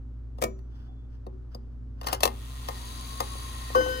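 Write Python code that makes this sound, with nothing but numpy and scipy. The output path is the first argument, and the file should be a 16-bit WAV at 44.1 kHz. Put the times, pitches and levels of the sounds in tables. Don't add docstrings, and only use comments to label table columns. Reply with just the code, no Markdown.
import sys
import numpy as np
from scipy import signal
from scipy.fft import rfft, irfft
from scipy.io import wavfile
from scipy.ndimage import uniform_filter1d

SR = 44100
rng = np.random.default_rng(int(sys.argv[2]) if len(sys.argv) > 2 else 0)


def wav_out(sig):
    wavfile.write(sys.argv[1], SR, np.round(np.clip(np.atleast_2d(sig).T, -1, 1) * 32767).astype(np.int16))


N = 176400
MIC_LAG_S, LEVER_COHERENCE = 0.0004725, 0.59
TOOTH_SCATTER_DB = 1.5
# f/Hz, left minus right/dB
MOVEMENT_BALANCE = [(150, 4.5), (600, 4.5), (1150, 4), (1600, 1), (2800, 0), (3900, 5), (4700, 5),
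                    (6300, 0.5), (8500, 1), (10000, -0.5), (15000, 0)]


def undb(db):
    return 10 ** (np.asarray(db) / 20)


def curve(rows):
    return np.interp(np.arange(N) / SR, *np.array(rows, float).T)


def wander(rate_hz):
    k = int(SR / rate_hz)
    steps = np.repeat(rng.standard_normal(N // k + 1), k)
    return 1.04 * uniform_filter1d(uniform_filter1d(steps, k), k)[:N]


def band_gain(points):
    hz, db = np.array(points, float).T
    return undb(np.interp(np.log(np.arange(N // 2 + 1) * SR / N + 1), np.log(hz), db))


def colour(x, points):
    gain, n = band_gain(points), np.arange(N)
    cepstrum = irfft(np.log(gain / np.sqrt(np.mean(gain ** 2))), N)
    causal_fold = 1 + np.sign(N / 2 - n) * (n > 0)
    return irfft(rfft(x) * np.exp(rfft(cepstrum * causal_fold)), N)


def resonate(x, hz, width_hz):
    return signal.lfilter(*signal.iirpeak(hz, hz / width_hz, fs=SR), x)


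def narrow_noise(hz, width_hz):
    x = resonate(resonate(rng.standard_normal(N), hz, width_hz), hz, width_hz)
    return x / np.std(x)


def noise_pair(coherence):
    common = np.sqrt(coherence) * rng.standard_normal(N)
    return common + np.sqrt(1 - coherence) * rng.standard_normal((2, N))


def pan(db):
    return undb(np.array([[db], [-db]]) / 2)


def mics(x, balance=((100, 0), (1000, 0))):
    gain, hz = np.sqrt(band_gain(balance)), np.arange(N // 2 + 1) * SR / N
    lag_cycles = np.minimum(hz * MIC_LAG_S, 3)
    return irfft(rfft(x) * np.array([gain, np.exp(-2j * np.pi * lag_cycles) / gain]), N)


def fade(t, t60_s):
    return (t >= 0) * np.exp(-np.log(1000) * np.maximum(t, 0) / t60_s)


def attack(t, rise_ms):
    return 1 - np.exp(-(np.maximum(t, 0) * 1000 / rise_ms) ** 2)


def ring(modes, t, tilt_db_oct=0):
    t = np.array([t, t - MIC_LAG_S])
    out = 0
    for k, (hz, db, t60_s, pan_db) in enumerate(modes):
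        gain = (-1) ** k * undb(db + tilt_db_oct * np.log2(hz / 600)) * pan(pan_db)
        out += gain * fade(t, t60_s) * np.sin(2 * np.pi * hz * t)
    return out


def add(out, start_s, sound):
    at = int(start_s * SR)
    out[..., at:at + sound.shape[-1]] += sound[..., :N - at]


def gears():
    # t/s, tooth rate/Hz
    speed = [(2.24, 50), (2.35, 95), (2.45, 124), (2.6, 150), (2.75, 180), (2.9, 204), (3.05, 215),
             (3.3, 221), (3.55, 211), (3.72, 214), (4, 208)]
    # f/Hz, level/dB
    spectrum = [(150, 3), (260, 7.5), (560, 2.5), (850, 3), (1150, 8.5), (1550, 0.5), (2200, 0.5),
                (2900, 3), (3500, 7), (4650, -4.5), (5500, -5), (6500, -1.5), (7600, -6.5), (8600, -2),
                (9300, -3.5), (10150, 2), (10900, -8.5), (12200, -13), (14000, -1.5), (15100, -15),
                (15700, -8)]
    # f/Hz, width/Hz, level/dB
    wheel_modes = [(1043, 17, 10.5), (1286, 15, -9), (1865, 40, 6), (2660, 23, -3)]
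    # t/s, level/dB
    wheel_gain = [(2.3, -5), (2.7, 10), (2.95, -5), (3.3, 1.5), (3.6, 10.5), (4, 14.5)]
    # f/Hz, width/Hz, level/dB
    plate_modes = [(3847, 120, 5.5), (4050, 78, 3), (4544, 83, 6.5), (6070, 300, -10)]
    # t/s, level/dB
    plate_gain = [(2.3, -9), (2.55, -2), (2.8, 5), (3.3, 5.5), (3.55, 1.5), (4, 7)]
    # multiple of tooth rate, level/dB, left minus right/dB
    tones = [(.4, -53.5, 2), (5, -53.5, 17)]
    start_s, full_speed_hz = speed[0][0], 215
    t, tooth_hz = np.arange(N) / SR, curve(speed)
    teeth = np.cumsum(tooth_hz) / SR
    drive = np.clip((t - start_s) / 0.036, 0, 1) * (tooth_hz / full_speed_hz) ** 1.07
    force = undb(TOOTH_SCATTER_DB * rng.standard_normal(N // 100))[teeth.astype(int)]
    pulses = .8 + force * np.exp(-(teeth % 1) / .25)
    mesh = noise_pair(0.31) * pulses / np.sqrt(np.mean(pulses ** 2))
    whirr = colour(mesh, spectrum)
    for modes, gain in (wheel_modes, wheel_gain), (plate_modes, plate_gain):
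        ringing = sum(undb(db) * resonate(mesh, hz, width_hz) for hz, width_hz, db in modes)
        whirr += ringing * undb(curve(gain))
    whirr = undb(-45.5) * mics(whirr, MOVEMENT_BALANCE)
    cycles = teeth + .035 * wander(60) - np.array([[0], [MIC_LAG_S]]) * tooth_hz
    whine = sum(undb(db + 3 * wander(30.32)) * pan(pan_db) * np.sin(2 * np.pi * k * cycles)
                for k, db, pan_db in tones)
    return drive * whirr + drive ** 6 * whine + tooth_ticks(teeth, start_s)


def tooth_ticks(teeth, start_s):
    # f/Hz, level/dB, t60/s
    modes = [(6480, -40.5, .006), (10200, -35, .006)]
    # t/s, level/dB
    gain = [(2.3, -31), (2.65, -17), (2.8, -0.5), (3.45, 5.5), (3.65, -1), (4, -14)]
    t, turns_per_tooth = np.arange(SR // 50) / SR, .282
    landings = np.diff(np.floor(teeth), prepend=0) * (np.arange(N) / SR > start_s)
    pressure = (1 + np.sin(2 * np.pi * turns_per_tooth * teeth)) / 2
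    blows = landings * pressure * undb(curve(gain) + TOOTH_SCATTER_DB * rng.standard_normal(N))
    tick = sum(undb(db) * fade(t, t60_s) * np.sin(2 * np.pi * hz * t) for hz, db, t60_s in modes)
    return mics(signal.fftconvolve(blows, attack(t, rise_ms=.7) * tick)[:N])


def chime(strike_s, retouch_s):
    partials_hz = [511, 1023, 1516.5, 3039.5, 5082, 6077, 14142]
    # level/dB, t60/s, beat/Hz, beat depth, step at second touch/dB, left minus right/dB
    partials = [(-15.5, .9, 9.4, .35, -4, 5.5), (-41, .68, 5, .26, -9, 11), (-27.5, 1.33, 8, .4, .5, 7.5),
                (-42, 1.8, 5.2, .27, 3, 13), (-48.5, 2.5, 6.6, .6, 0, 3), (-51, .8, 3.2, .45, 7, 3),
                (-56, 3, 9, .3, 4, 0)]
    lag_s, rise_s, beat_peak_s = 0.00036, 0.0042, 0.041
    t = np.arange(N) / SR - strike_s - np.array([[0], [lag_s]])
    touched = np.clip((t + strike_s - retouch_s) / 0.0033, 0, 1)
    out = 0
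    for hz, (db, t60_s, beat_hz, depth, touch_db, pan_db) in zip(partials_hz, partials):
        twin = depth * np.sin(2 * np.pi * (hz * t + beat_hz * (t - beat_peak_s)))
        pair = np.sin(2 * np.pi * hz * t) + twin
        out += undb(db + touch_db * touched) * pan(pan_db) * fade(t, t60_s) * pair
    return out * np.clip(t / rise_s, 0, 1)


def shudder(strike_s):
    # f/Hz, width/Hz, level/dB
    bands = [(310, 150, -1), (433, 29, 1.5), (826, 200, -7.5), (1077, 31, -2.5)]
    t = np.arange(N) / SR - strike_s
    body = sum(undb(db) * narrow_noise(hz, width_hz) for hz, width_hz, db in bands)
    envelope = np.clip(t / .02, 0, 1) * fade(t, t60_s=1)
    return mics(body * envelope * undb(-38.5 + wander(70)), MOVEMENT_BALANCE)


def clicks():
    # t/s, wood/dB, wood tilt/(dB/octave), brass/dB, crack/dB, rise/ms
    contacts = [(.382, -42.5, -4.5, -46, -51, 4), (0.589, -66, 4, -64, -66.5, 0.65),
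                (1.2654, -41.5, -8.5, -57, -62, 0.74), (1.547, -43.5, -8, -73, -49, 0.46),
                (2.013, -43.5, 1.5, -38.5, -49, 0.5), (2.031, -57, 9, -52, -47, 1.2),
                (2.042, -45.5, -4, -45, -51, 0.75), (2.0665, -35.5, 10.5, -24.5, -21, 4.1),
                (2.084, -40.5, 3, -30.5, -33, 1.5), (2.113, -45, 2, -34, -52, 3.8),
                (2.1278, -28.5, 3, -39, -18, 1.5), (2.146, -42, 1, -29, -47, 0.64),
                (2.205, -42, 3.5, -33, -33.5, 0.55), (2.219, -52, 9, -57, -47, 1.4),
                (2.2321, -22, -0.5, -14.5, -12.5, 1.64), (2.252, -22.5, 1.5, -23, -17, 1.8),
                (2.275, -34, 4, -31, -34, 0.89), (2.684, -31.5, 3, -30, -30.5, 2.2),
                (3.203, -26.5, 3, -38, -26, 0.67), (3.349, -46.5, -8.5, -60, -54, 1.7),
                (3.699, -40.5, -4, -64, -60, 2.2), (3.749, -22.5, 0.5, -29, -24, 6.7),
                (3.805, -42.5, 10.5, -52, -56, 4), (3.859, -36, 1.5, -56, -52, 3)]
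    # f/Hz, level/dB
    spectrum = [(100, -10), (300, 2), (600, 11), (1000, 4.5), (1400, 2), (2100, -0.5), (2650, 5),
                (3000, 5.5), (3500, 3.5), (5000, 5), (8200, -2), (10700, 5), (12200, -13), (13400, 6),
                (14400, 3.5), (15400, -3.5), (16200, -18)]
    # f/Hz, level/dB, t60/s, left minus right/dB
    case_modes = [(209, -20, 0.13, -10), (236.5, -20, 0.64, 2), (314, -13, 0.1, 7.5), (384.5, -15, 0.41, 3),
                  (476.3, -1, 0.081, 3), (545, -1.5, 0.11, 1), (625, 0.5, 0.039, 3),
                  (732.3, -0.5, 0.093, 8), (834.5, -9.5, 0.16, 11.5), (935, 1, 0.062, 4),
                  (1068, -10, 0.065, 23), (1231, -1, 0.071, 5.5), (1835, -13.5, 0.079, -0.5),
                  (2085, -19, 0.116, 4)]
    # f/Hz, level/dB, t60/s, left minus right/dB
    brass_modes = [(1850, -11, .03, 1), (2675, -3, .03, 0), (3520, -1, .025, 4), (4245, -4, .025, 2),
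                   (4770, -5, .025, 2), (5630, -11, .03, 4), (6080, -9, .025, 2), (7480, -11, .025, 3),
                   (10700, -6, .02, 1)]
    # t/s, f/Hz, level/dB, t60/s
    pings = [(.438, 5840, -61.5, 0.55), (.438, 6900, -56.5, .33), (2.233, 2667, -19.5, 0.059),
             (1.267, 373, -44, 0.57), (1.547, 4840, -33.5, 0.022), (3.749, 1115, -13.5, 0.12),
             (3.752, 307.8, -41.5, 1)]
    t = np.arange(SR // 2) / SR
    out = cracks(contacts, spectrum)
    for start_s, wood_db, tilt_db_oct, brass_db, _, rise_ms in contacts:
        part = [(hz * (1 + .06 * rng.standard_normal()), db + 3 * rng.standard_normal(), t60_s, pan_db)
                for hz, db, t60_s, pan_db in brass_modes]
        brass = undb(brass_db) * ring(part, t)
        wood = undb(wood_db) * ring(case_modes, t, tilt_db_oct)
        add(out, start_s, attack(t, rise_ms) * (wood + brass))
    for start_s, hz, db, t60_s in pings:
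        add(out, start_s, attack(t, rise_ms=0.62) * ring([(hz, db, t60_s, 6)], t))
    return out


def trip_lever():
    # t/s, ring/dB, crack/dB, rise/ms
    catches = [(.416, -32, -28.5, 1.6), (0.4217, -24, -22, 1.6), (.437, -22, -22, 1.26)]
    # f/Hz, level/dB, t60/s, left minus right/dB
    modes = [(132, -25, 0.17, 0.5), (208.6, -20, 0.32, -7), (237.8, -15, 0.43, 6.5), (328.3, -15, 0.2, 0.5),
             (382, -18, 0.5, 0), (494.5, 0.5, 0.14, 2.5), (572, -8, 0.087, -1.5), (647, 1, 0.066, -1.5),
             (715, -9.5, 0.077, 0.5), (1002, -15, 0.13, 6.5), (1260, -8.5, 0.14, 2.5),
             (1829, -14, 0.082, -2), (2280, -17, 0.15, 4), (2460, -15, 0.071, -5)]
    # f/Hz, level/dB
    spectrum = [(100, 1.5), (300, 9.5), (600, 12), (900, 0.5), (1600, 3), (2400, 3.5), (3100, -0.5),
                (4300, -2.5), (5600, 1), (8000, -2.5), (12000, -4), (14500, -3), (16000, -6.5)]
    t = np.arange(SR // 2) / SR
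    out, body = cracks(catches, spectrum), ring(modes, t)
    for start_s, ring_db, _, rise_ms in catches:
        add(out, start_s, undb(ring_db) * attack(t, rise_ms) * body)
    return out


def cracks(contacts, spectrum):
    # f/Hz, left minus right/dB
    balance = [(200, 17.5), (1000, 20), (1800, 1), (5000, 12), (14000, -3)]
    t, power = np.arange(-SR // 20, SR // 2) / SR, np.zeros(N)
    lead_in = undb(-19) * np.exp(-abs(t) / 0.0035)
    crack, rattle = fade(t, t60_s=.027), undb(-18) * fade(t, t60_s=.12)
    for start_s, *_, db, rise_ms in contacts:
        blow = attack(t, rise_ms) * (crack + rattle)
        add(power, start_s + t[0], undb(db) ** 2 * (blow ** 2 + lead_in ** 2))
    return mics(colour(noise_pair(LEVER_COHERENCE) * np.sqrt(power), spectrum), balance)


def lever_slides():
    # t/s, width/s, level/dB
    slides = [(.8, 0.094, -66.5), (1.14, 0.03, -66), (1.536, 0.018, -62), (1.7, 0.8, -80.5),
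              (2.11, 0.064, -43)]
    # f/Hz, level/dB
    spectrum = [(200, 9), (1500, 16), (2300, -5.5), (3050, 9.5), (3800, -5.5), (4950, 6.5), (5700, 1),
                (6500, -9), (8000, -13.5), (15000, -16.5)]
    # t/s, width/s, f/Hz, width/Hz, level/dB
    parts = [(.905, 0.04, 770, 110, -62), (.88, 0.19, 3400, 31, -76.5)]
    t = np.arange(N) / SR
    swell = sum(undb(db) * np.exp(-((t - peak_s) / width_s) ** 2) for peak_s, width_s, db in slides)
    singing = sum(undb(db) * np.exp(-((t - peak_s) / width_s) ** 2) * narrow_noise(hz, width_hz)
                  for peak_s, width_s, hz, width_hz, db in parts)
    friction = noise_pair(LEVER_COHERENCE) * swell * undb(3.3 * wander(89))
    return mics(singing + colour(friction, spectrum))


def reverb(x):
    # f/Hz, level/dB
    spectrum = [(100, 14), (300, 5.5), (700, 1), (1500, 0.5), (5000, -9.5), (15000, -47)]
    t = np.arange(N) / SR
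    tail = colour(rng.standard_normal((2, N)) * fade(t - .006, t60_s=0.27), spectrum)[:, :SR]
    tail /= np.sqrt(np.sum(tail ** 2) / 2)
    return undb(-20.5) * signal.fftconvolve(x, tail, axes=1)[:, :N]


def room_hum():
    # f/Hz, level/dB, waver/dB
    tones = [(57.7, -38, .7), (86.5, -60, 3), (108.5, -55, 2), (120, -49, .5), (176, -69, 2), (235, -62, 3),
             (262, -58, 1)]
    # t/s, level/dB
    gain = [(0, 2), (.8, 1), (1.45, 0), (2.1, 2.5), (2.6, 3.5), (2.9, 1), (3.3, 3.5), (4, 3)]
    # f/Hz, level/dB
    spectrum = [(20, 5), (55, 0.5), (90, 7.5), (150, -12), (240, -2.5), (400, -11.5), (700, -23.5),
                (1300, -25.5), (2200, -39.5), (6000, -46.5), (10000, -55), (16000, -68)]
    t, hum = np.arange(N) / SR, 0
    for hz, db, waver_db in tones:
        amplitude = undb(db + waver_db * wander(4.66))
        drift_rad = waver_db * wander(2.5) / 10
        hum += amplitude * np.sin(2 * np.pi * hz * t + drift_rad)
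    return hum * undb(curve(gain)) + undb(-51) * colour(noise_pair(0.48), spectrum)


def scene():
    strike_s = 3.752
    clock = trip_lever() + clicks() + lever_slides() + gears()
    clock += chime(strike_s, retouch_s=3.807) + shudder(strike_s)
    return clock + reverb(clock) + room_hum()


def record(dry):
    return signal.sosfilt(signal.ellip(8, .2, 70, 15700, fs=SR, output="sos"), dry)


dry = scene()
out = record(dry)
wav_out(out)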